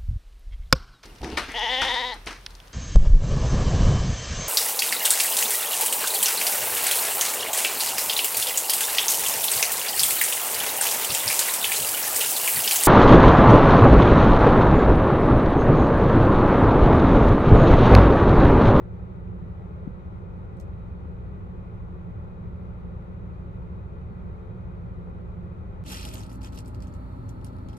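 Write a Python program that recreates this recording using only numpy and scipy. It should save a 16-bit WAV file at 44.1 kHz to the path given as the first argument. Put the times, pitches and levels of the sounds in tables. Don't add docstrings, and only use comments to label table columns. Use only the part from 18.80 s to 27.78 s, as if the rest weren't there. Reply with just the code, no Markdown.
import sys
import numpy as np
from scipy import signal
from scipy.fft import rfft, irfft, next_fast_len
from scipy.io import wavfile

SR = 44100
rng = np.random.default_rng(int(sys.argv[2]) if len(sys.argv) > 2 else 0)


def to_linear_factor(level_db):
    exponent = np.asarray(level_db, float) / 20
    return 10 ** exponent


def output_pcm(signal):
    pcm = np.clip(np.atleast_2d(signal).T, -1, 1) * 32767
    wavfile.write(sys.argv[1], SR, np.round(pcm).astype(np.int16))


N = 396018
SIZE = next_fast_len(N + 4096)
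START_HEIGHT, START_DECAY_S = -.011, .003
MOVE_S, MOVE_STEP_HEIGHT = 7.0393, .012
MIC_TOP_HZ = 16800

FIRING_HZ, COMPRESSOR_HZ, WHINE_HZ, REED_HZ = 28.28, 186.75, 3860, 4404
BLADE_HZ, BLADE_WANDER_HZ = 174.0, .6

# multiple of the base frequency, level at wheel in dB, level at seat in dB, wobble in dB,
# left over right in dB.
ENGINE_ORDERS = [(1, -49.5, -59, .5, .1), (2, -46.5, -43, 1.6, .1), (3, -50, -53, 2.2, .1),
                 (4, -48, -49, 2.2, -.4), (5, -60, -62, 2.2, -1.5), (9, -75, -53, 1.8, 1.5),
                 (10, -72, -62, 2.2, 1.5)]
COMPRESSOR_HARMONICS = [(1, -50, -50, .8, -2.5), (2, -68, -68, 1.5, 2.5), (3, -70, -69, 1.5, 2.5)]
FAN_HARMONICS = [(1, -47.5, -54.5, 2, -5), (2, -67.5, -97, 2, -10.5)]
WHINE_HARMONICS = [(1, -90, -110, 1.2, 0)]
REED_HARMONICS = [(1, -110, -85, 1.5, 0)]

# frequency in Hz, density in dB per Hz.
RUMBLE_WHEEL = [(8.2, -38.5), (14, -21), (76, 4), (98, 1.5), (135, -7), (177, -5.5), (203, -10.5),
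                (236, -16.5), (262, -23), (300, -19.5), (367, -17), (542, -20.5), (699, -27), (800, -23),
                (1040, -59.5), (1760, -120)]
RUMBLE_SEAT = [(8.2, -29), (14, -10.5), (54, -0.5), (92, 4), (145, -5.5), (187, -6), (225, -10.5),
               (271, -10), (349, -14), (406, -15), (442, -22), (490, -15.5), (642, -24), (711, -45),
               (800, -32), (1040, -26.5), (1760, -120)]
VENT_WHEEL = [(350, -34), (600, -12), (702, -10), (876, 2), (948, -1), (999, -1), (1380, -1.5), (1640, -11),
              (2000, -14), (2270, -17.5), (2460, -24.5), (2990, -24), (3790, -28.5), (4790, -35),
              (13500, -45.5), (14000, -80.5)]
VENT_SEAT = [(350, -62), (600, 11), (720, 0), (854, 8.5), (1030, -1), (1300, 5.5), (1540, -3), (1970, -7.5),
             (2950, -18.5), (4260, -15.5), (4850, -27), (6140, -27.5), (11200, -31), (12900, -30),
             (13500, -42.5), (14000, -80)]
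# at wheel in dB, at seat in dB.
RUMBLE_DB = [-38, -39]
VENT_DB = [-56, -53]
# frequency in Hz, width in Hz, level over hiss in dB.
DUCT_WHEEL = [(356.3, 12, 5.5), (2473, 110, 12), (3400, 740, 3), (12000, 250, -2.5)]
DUCT_SEAT = [(920, 430, 2.6), (1310, 38, 5.7), (3800, 190, 1.8), (11600, 300, 3)]
WHISTLES_WHEEL = [(407, 8, 6), (436, 6, 7), (489, 10, 4), (537, 10, 5), (1965, 60, 5), (3850, 70, 7),
                  (4397, 15, 10), (5855, 30, 6), (6075, 60, 7), (13110, 40, 11)]
WHISTLES_SEAT = [(4404, 30, 8)]

# frequency in Hz, likeness 0 to 1.
LIKE_WHEEL = [(30, .62), (100, .7), (200, .65), (300, .3), (600, .5), (1000, .5), (1250, .4), (2000, .55),
              (3500, .35), (5000, .25), (9000, .25), (10800, .45), (11400, .9), (14000, .7)]
LIKE_SEAT = [(30, .7), (170, .88), (450, .5), (1000, .38), (2000, .62), (4000, .55), (6000, .6),
             (9000, .25), (10800, .45), (11600, .85), (12500, .7), (13300, .55), (14400, .85)]
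# frequency in Hz, phase in radians.
LEAD_WHEEL = [(0, 0), (520, 0), (800, 2.6), (1100, 3.1), (1600, 3.5), (2300, 6.3), (5500, 15.7), (9000, 22),
              (11000, 18.85), (12500, 18.85), (14000, 15.7)]
LEAD_SEAT = [(0, 0), (300, -.3), (600, -2), (1600, -2.6), (2500, 0), (6000, 9.4), (9000, 15.7),
             (11000, 12.9), (11700, 12.57), (12400, 12.1), (13100, 11.3), (14400, 9.4)]
# frequency in Hz, left over right in dB.
TILT_WHEEL = [(60, 2), (190, -4.5), (430, 5.5), (680, -1), (870, 7), (1600, -0.5), (3500, -1.5),
              (6000, 3.5), (8000, 1), (9600, -7.5), (11000, -0.5)]
TILT_SEAT = [(60, -2), (350, 5), (700, 0.5), (3800, -1.5), (5500, 2), (8000, 1), (9600, -13.5), (11000, 0)]

KNOCK_S, KNOCK_HZ = 1.0768, 180
NUDGE_RISE_S, NUDGE_HZ = .006, 200
# left in dB, right in dB.
KNOCK_DB = [-17.5, -28.5]
# left in dB, right in dB.
NUDGE_DB = [4, -1.5]
# onset in seconds, peak in dB.
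NUDGES = [
    (0.657, -37),
    (1.799, -45),
    (2.25, -39),
    (4.066, -43),
]

# start in seconds, peak in dB, frequency in Hz, t60 in seconds.
THUDS = [
    (7.25, -45, 844, .06),
    (7.339, -42.5, 638, 0.13),
    (7.632, -45, 874, .08),
    (7.775, -53, 920, .05),
]

# time in seconds, drag in dB, cushion pressure in dB.
DRAG = [
    (7.044, -60, -10),
    (7.065, -50.5, -7),
    (7.125, -38.5, 8),
    (7.2, -45, -11),
    (7.27, -45.5, 13),
    (7.315, -53.5, -9),
    (7.345, -46, 11),
    (7.43, -56, 10),
    (7.46, -62, -4),
]
# start in seconds, hold in seconds, drag in dB, brightness in dB.
RUBS = [(7.462, 0.0059, -68, -8), (7.493, 0.06, -61, 5.5), (7.61, 0.02, -61, -3), (7.633, 0.039, -51, -1.5),
        (7.722, 0.02, -57.5, 1), (7.746, 0.021, -60, -8), (7.774, 0.02, -55.5, -2),
        (7.856, 0.0073, -64.5, 8), (7.876, .018, -70, 3), (7.943, .01, -66, -10), (8.021, 0.019, -59.5, 1),
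        (8.07, 0.01, -67, 7), (8.136, .014, -66.5, 4), (8.488, 0.01, -64, 4), (8.643, 0.03, -61.5, 4),
        (8.886, 0.017, -63, -19), (8.928, 0.0158, -69, -9), (8.966, .02, -68, 14.5), (1.769, .015, -75, 2),
        (1.799, 0.0074, -77, 21.5)]
RUB_ATTACK_S, RUB_RELEASE_DB_PER_S, RUB_PRESS_DB, SWEEP_BRIGHT_DB = 0.0018, 498, 9.5, 3.5
# frequency in Hz, density in dB per Hz.
CLOTH = [(290, -13), (500, -5), (632, -6), (706, -10.5), (869, -7), (1080, -12), (1510, -6.5), (2020, -7.5),
         (2890, -7.5), (3660, 6), (4700, -3.5), (6020, -2), (7940, -5.5), (12200, -16.5), (13300, -20),
         (13900, -60.5)]
# frequency in Hz, width in Hz, level in dB.
SEAT_BODY = [(2520, 140, 8), (2780, 110, 10), (3150, 200, 7), (4820, 44, -10), (6000, 200, -4),
             (7170, 370, -16)]
SLIP_TOGETHER, SLIP_APART = .2, .42
CLUMP_DB, CLUMPS_PER_S = 1.0, 14

# start in seconds, peak in dB.
GLINTS = [(7.2515, -46.5), (7.2575, -56.5), (7.266, -55), (7.328, -54), (7.339, -51.5), (7.344, -53),
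          (7.618, -58), (7.6315, -67), (7.647, -59.5), (7.658, -61), (7.664, -65), (7.749, -56),
          (7.7585, -62), (7.7748, -61.5), (7.7873, -58), (7.8045, -71), (7.859, -67), (7.8815, -65),
          (8.0235, -68), (8.071, -66), (8.492, -57), (8.6457, -55), (8.667, -72), (8.888, -72),
          (1.7995, -74)]
GLINT_DECAY_S, GLINT_LOW_HZ = .0015, 13900
GLINT_APART = .6

# start in seconds, peak in dB, ring in Hz, second ring in Hz, second ring level in dB.
WHEEL_TICKS = [
    (1.7692, -59, 7800, 4200, -3),
    (1.7990, -48, 6300, 12200, -4),
]
SEAT_TICKS = [(7.0626, -38, 2670, 5620, -4.5), (7.066, -39, 3170, 6400, -11), (7.0934, -40.5, 4160, 9170, -10),
              (7.1084, -34, 9370, 3340, -5), (7.1185, -33, 8400, 12300, -2), (7.1226, -30.5, 3270, 6400, -7),
              (7.134, -35.5, 3380, 7340, 1.5), (7.144, -29.5, 4670, 8230, -6), (7.1606, -33, 3750, 10700, -4),
              (7.1686, -35, 3360, 5620, -3), (7.1967, -38, 2710, 8350, -6), (7.2207, -37, 2970, 5560, -10),
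              (7.2315, -36, 2990, 6760, -9), (7.252, -26.5, 3020, 7800, -3), (7.258, -42, 3470, 7360, -6.5),
              (7.2835, -38, 6350, 2430, 4), (7.2886, -31, 3570, 5560, 0), (7.3132, -39, 2760, 6120, -9),
              (7.3165, -44, 8030, 2930, -2.5), (7.3285, -41.5, 11500, 3000, -2),
              (7.3358, -34.5, 2800, 7600, -4), (7.339, -35, 7900, 12200, -3), (7.3395, -33, 4300, 2600, -3),
              (7.3438, -33, 12300, 6400, -4), (7.355, -33.5, 2890, 5770, -7), (7.371, -42, 3550, 5510, -7),
              (7.3806, -35.5, 2990, 6310, 2), (7.385, -40.5, 8180, 3210, -4), (7.3947, -39.5, 6520, 8530, -5.5),
              (7.406, -40, 5320, 8050, -13), (7.415, -43, 5560, 8230, -1),
              (7.4284, -48, 3450, 6290, 5), (7.4347, -37.5, 3490, 6420, 0),
                  (7.4667, -45, 8300, 4890, -6), (7.482, -61, 2970, 5190, -2),
                  (7.495, -53.5, 5120, 2520, -4), (7.4998, -47, 4690, 9580, -1),
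                  (7.504, -53, 5750, 2650, 0), (7.5174, -45, 2500, 5380, -13),
                  (7.5293, -43.5, 10100, 6610, -3), (7.558, -50.5, 10720, 5640, -2),
                  (7.6107, -53, 6550, 4180, 8), (7.6176, -42.5, 5170, 2650, -5),
                  (7.6313, -41.5, 8290, 4650, 2), (7.6468, -37, 5050, 2670, -7),
                  (7.6583, -48, 2730, 7840, -0.5), (7.6862, -55, 3450, 8160, -9),
                  (7.7237, -52, 4130, 6650, -10), (7.7297, -50, 3880, 9070, -6),
                  (7.748, -47, 12500, 6830, -3), (7.7537, -46, 6400, 2930, -1),
                  (7.759, -42.5, 8420, 12980, 1), (7.7759, -41.5, 5750, 8000, -3),
                  (7.7763, -39, 3000, 4800, -4), (7.788, -32.5, 5350, 7640, 0),
                  (7.805, -43.5, 5300, 7710, 1),
              (7.8495, -51, 3830, 12210, -8), (7.859, -48, 4540, 7990, 1),
                 (7.8626, -55.5, 4540, 2580, -2), (7.8758, -44, 9150, 4010, -5),
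                 (7.8813, -42, 7770, 12420, -2), (7.9471, -45, 4900, 2650, -2),
                 (8.0044, -47, 4940, 2950, -5), (8.0232, -41, 4970, 7000, -8),
                 (8.0712, -47, 6500, 3080, -4), (8.08, -53, 6070, 2480, -7), (8.1268, -56, 4460, 2370, -10),
                 (8.139, -48.5, 6660, 4630, -9), (8.324, -59, 3940, 6030, -11),
                 (8.4857, -53.5, 5920, 2540, 0), (8.4924, -40, 6360, 10300, -4),
                 (8.4977, -51, 3570, 7240, -5), (8.6136, -54, 3210, 5450, -10),
                 (8.6462, -37, 9500, 5060, -1), (8.6673, -46, 6300, 4220, 2),
                 (8.6835, -54, 4410, 9150, -11), (8.7316, -55, 3450, 9630, -17),
                 (8.766, -57.5, 4690, 9600, -3), (8.7852, -54, 4030, 8310, -14),
                 (8.8865, -44.5, 4000, 6570, -2), (8.9312, -50, 2860, 6370, -16),
                 (8.9334, -57, 2800, 5210, -12), (8.9694, -50, 8660, 6590, -7)]
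CRACK_DECAY_S, CRACK_LOW_HZ, RING_WIDTH_HZ = 0.00099, 1980, 1900
CRACK_DB, CRACK_DB_PER_DB = -10.5, 0.7
CRACK_IN_SWEEP_DB = -8
TAIL_DB, TAIL_WIDE = -8.5, 0.99


def rms_one(x):
    return x / np.sqrt(np.mean(x ** 2) + 1e-30)


def at_hz(points, hz):
    points = np.array(points)
    return np.interp(np.log(hz + 1), np.log(points[:, 0] + 1), points[:, 1])


def drift(changes_per_s):
    pole = np.exp(-80 * np.pi * changes_per_s / SR)
    white = rng.standard_normal(N // 40 + 4002)
    slow = signal.lfilter([1], [1, -2 * pole, pole * pole], white)[4000:]
    return np.interp(np.arange(N) / 40, np.arange(len(slow)), rms_one(slow))


def filtered(x, order, hz, kind):
    return signal.sosfilt(signal.butter(order, hz, kind, fs=SR, output="sos"), x)


def colour(pair, spectrum, peaks=()):
    hz = np.fft.rfftfreq(SIZE, 1 / SR)
    gain = to_linear_factor(at_hz(spectrum, hz))
    for peak_hz, width_hz, db in peaks:
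        gain = gain * (1 + (to_linear_factor(db) - 1) / (1 + (2 * (hz - peak_hz) / width_hz) ** 2))
    return irfft(rfft(pair, SIZE) * gain, SIZE)


def ports(pair, like, lead, tilt):
    hz = np.fft.rfftfreq(SIZE, 1 / SR)
    left, other = rfft(pair)
    alike = np.clip(at_hz(like, hz), 0, 1)
    delay = np.exp(-1j * np.interp(hz, *np.transpose(lead)))
    right = alike * delay * left + np.sqrt(1 - alike ** 2) * other
    half_tilt = to_linear_factor(at_hz(tilt, hz) / 2)
    return irfft([left * half_tilt, right / half_tilt], SIZE)[:, :N]


def cabin_air(rumble, rumble_db, vent, vent_db, resonances):
    low = rms_one(colour(rng.standard_normal((2, SIZE)), rumble, resonances))
    flutter = np.resize(to_linear_factor(.3 * drift(9)), SIZE)
    high = rms_one(colour(rng.standard_normal((2, SIZE)) * flutter, vent, resonances))
    return to_linear_factor(rumble_db) * low + to_linear_factor(vent_db) * high


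def tones(rows, hz, wobbles_per_s):
    turns = np.cumsum(hz * np.ones(N)) / SR
    seat = np.arange(N) >= MOVE_S * SR
    port_lag_turns = np.array([[0], [.08]])
    out = 0
    for multiple, wheel_db, seat_db, wobble_db, pan_db in rows:
        level = to_linear_factor(np.where(seat, seat_db, wheel_db) + wobble_db * drift(wobbles_per_s))
        start = rng.random(2)[seat * 1]
        phase_turns = np.round(multiple) * turns + start + port_lag_turns
        wave = np.sqrt(2) * level * np.sin(2 * np.pi * phase_turns)
        out = out + wave * to_linear_factor([[pan_db / 2], [-pan_db / 2]])
    return out


def machines():
    blade_hz = BLADE_HZ + BLADE_WANDER_HZ * drift(1.5)
    out = tones(ENGINE_ORDERS, FIRING_HZ, 3.6)
    out = out + tones(COMPRESSOR_HARMONICS, COMPRESSOR_HZ, 0.39)
    out = out + tones(FAN_HARMONICS, blade_hz, 3.8)
    out = out + tones(WHINE_HARMONICS, WHINE_HZ + 9 * drift(12), 6)
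    return out + tones(REED_HARMONICS, REED_HZ + 4 * drift(8), 5)


def push(crest_s, hz, pair_db):
    u = (np.pi * hz * (np.arange(N) / SR - crest_s)) ** 2
    return (1 - 2 * u) * np.exp(-u) * to_linear_factor(pair_db)[:, None]


def knock():
    out = push(KNOCK_S, KNOCK_HZ, KNOCK_DB)
    for s, db in NUDGES:
        out = out + push(s + NUDGE_RISE_S, NUDGE_HZ, np.add(NUDGE_DB, db))
    return out


def thuds():
    t, out = np.arange(N) / SR, 0
    for s, peak_db, hz, t60_s in THUDS:
        age_s = np.maximum(t - s, 0)
        out = out + to_linear_factor(peak_db - 60 * age_s / t60_s) * np.sin(2 * np.pi * hz * age_s)
    return out


def slips(per_s, decay_s):
    size = to_linear_factor(4.0 * np.minimum(rng.exponential(1, N), 3))
    marks = (rng.random(N) < per_s / SR) * size
    return signal.lfilter([1], [1, -np.exp(-1 / (decay_s * SR))], marks + 1e-18)


def effort():
    t = np.arange(N) / SR
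    s, drag_db, press_db = np.transpose(DRAG)
    release_db = RUB_RELEASE_DB_PER_S * np.maximum(t - s[-1], 0)
    level = to_linear_factor(np.interp(t, s, drag_db) - release_db) * (t > s[0])
    bright = level * to_linear_factor(SWEEP_BRIGHT_DB)
    press = level * to_linear_factor(np.interp(t, s, press_db))
    for start_s, held_s, rub_db, bright_db in RUBS:
        attack = np.clip((t - start_s) / RUB_ATTACK_S + .5, 0, 1)
        release_db = RUB_RELEASE_DB_PER_S * np.maximum(t - start_s - held_s, 0)
        rub = attack * to_linear_factor(rub_db - release_db)
        level = level + rub
        bright = bright + rub * to_linear_factor(bright_db)
        press = press + rub * to_linear_factor(RUB_PRESS_DB)
    return level, bright, press


def sleeve():
    level, bright, press = effort()
    together, white, grains = slips(440, 0.001), rng.standard_normal((2, N)), 0
    edges_hz = [300, 3700, 6000, 9500, 18000]
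    for low_hz, high_hz in zip(edges_hz, edges_hz[1:]):
        band = filtered(white, 2, [low_hz, high_hz], "band")
        slipping = 1 + SLIP_TOGETHER * together + SLIP_APART * slips(220, 0.0011)
        grains = grains + band * slipping * to_linear_factor(CLUMP_DB * drift(CLUMPS_PER_S))
    cloth = rms_one(colour(grains, CLOTH, SEAT_BODY)[:, :N])
    top = filtered(cloth, 2, 5500, "high")
    body = filtered(cloth, 2, 1300, "low")
    return level * cloth + (bright - level) * top + (press - level) * body


def glints():
    out, t = np.zeros((2, N + 600)), np.arange(600) / SR
    chance = rng.standard_normal((len(GLINTS), 2, len(t)))
    for (s, peak_db), noise in zip(GLINTS, chance):
        at = round(s * SR)
        burst = filtered(noise * np.exp(-t / GLINT_DECAY_S), 6, GLINT_LOW_HZ, "high")
        out[:, at:at + len(t)] += to_linear_factor(peak_db) * burst
    shared, apart = out[:, :N]
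    return shared + GLINT_APART * apart * [[1], [-1]]


def resonate(x, hz):
    mode = signal.iirpeak(min(hz, 14000), hz / RING_WIDTH_HZ, fs=SR)
    return signal.lfilter(*mode, signal.lfilter(*mode, x))


def buckle():
    out, t = np.zeros((2, N + 2600)), np.arange(2600) / SR
    band_hz = [CRACK_LOW_HZ, 13200]
    ticks = WHEEL_TICKS + SEAT_TICKS
    chance = rng.standard_normal((len(ticks), 2, len(t)))
    chance[:, :, 0] = 5
    for (s, peak_db, hz, second_hz, second_db), noise in zip(ticks, chance):
        crack = filtered(noise * np.exp(-t / CRACK_DECAY_S), 3, band_hz, "band")
        ring = resonate(crack, hz) + to_linear_factor(second_db) * resonate(crack, second_hz)
        in_sweep = DRAG[0][0] < s < DRAG[-1][0]
        crack_db = CRACK_DB + CRACK_DB_PER_DB * (peak_db + 34.5) + CRACK_IN_SWEEP_DB * in_sweep
        tick = to_linear_factor(crack_db) * crack + ring
        wash = filtered(noise * np.exp(-t / .012), 3, band_hz, "band") / 2
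        wide = signal.lfilter([.5, .5], [1], wash)
        mode = signal.iirpeak(min(hz, 14000), hz / RING_WIDTH_HZ, fs=SR)
        tail = TAIL_WIDE * wide + signal.lfilter(*mode, wash)
        at = round(s * SR)
        peak = np.abs(tick[:, :100]).max()
        out[:, at:at + len(t)] += to_linear_factor(peak_db - 2.5) * (tick / peak + to_linear_factor(TAIL_DB) * tail)
    return out[:, :N]


def scene():
    t = np.arange(N) / SR
    handling = np.pad(sleeve() + buckle() + thuds(), [(0, 0), (0, SIZE - N)])
    wheel_air = cabin_air(RUMBLE_WHEEL, RUMBLE_DB[0], VENT_WHEEL, VENT_DB[0], DUCT_WHEEL + WHISTLES_WHEEL)
    seat_air = cabin_air(RUMBLE_SEAT, RUMBLE_DB[1], VENT_SEAT, VENT_DB[1], DUCT_SEAT + WHISTLES_SEAT)
    wheel = ports(wheel_air + handling, LIKE_WHEEL, LEAD_WHEEL, TILT_WHEEL)
    seat = ports(seat_air + handling, LIKE_SEAT, LEAD_SEAT, TILT_SEAT)
    at_wheel = t < MOVE_S
    join = np.clip(np.where(at_wheel, (MOVE_S - t) / .004, (t - MOVE_S) / .02), 0, 1)
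    step = MOVE_STEP_HEIGHT * (1 - join) * at_wheel
    return join * (np.where(at_wheel, wheel, seat) + machines()) + step + knock() + glints()


def band_limit(x):
    return signal.sosfilt(signal.butter(12, 16000, fs=SR, output="sos"), x)


def record(dry):
    bass_cut = signal.butter(3, 21, "high", fs=SR, output="sos")
    top_cut = signal.cheby2(10, 60, MIC_TOP_HZ, fs=SR, output="sos")
    run_in = 2 * dry[:, :1] - dry[:, 8000:0:-1]
    mix = signal.sosfilt(np.vstack([bass_cut, top_cut]), np.hstack([run_in, dry]))[:, -N:]
    n = np.arange(N)
    mix = mix * np.clip(.4 + n / 600, 0, 1)
    mix = mix * np.clip((N - n) / 150, 0, 1)
    mix = mix + START_HEIGHT * np.exp(-n / SR / START_DECAY_S)
    return band_limit(mix)


dry = scene()
out = record(dry)
output_pcm(out)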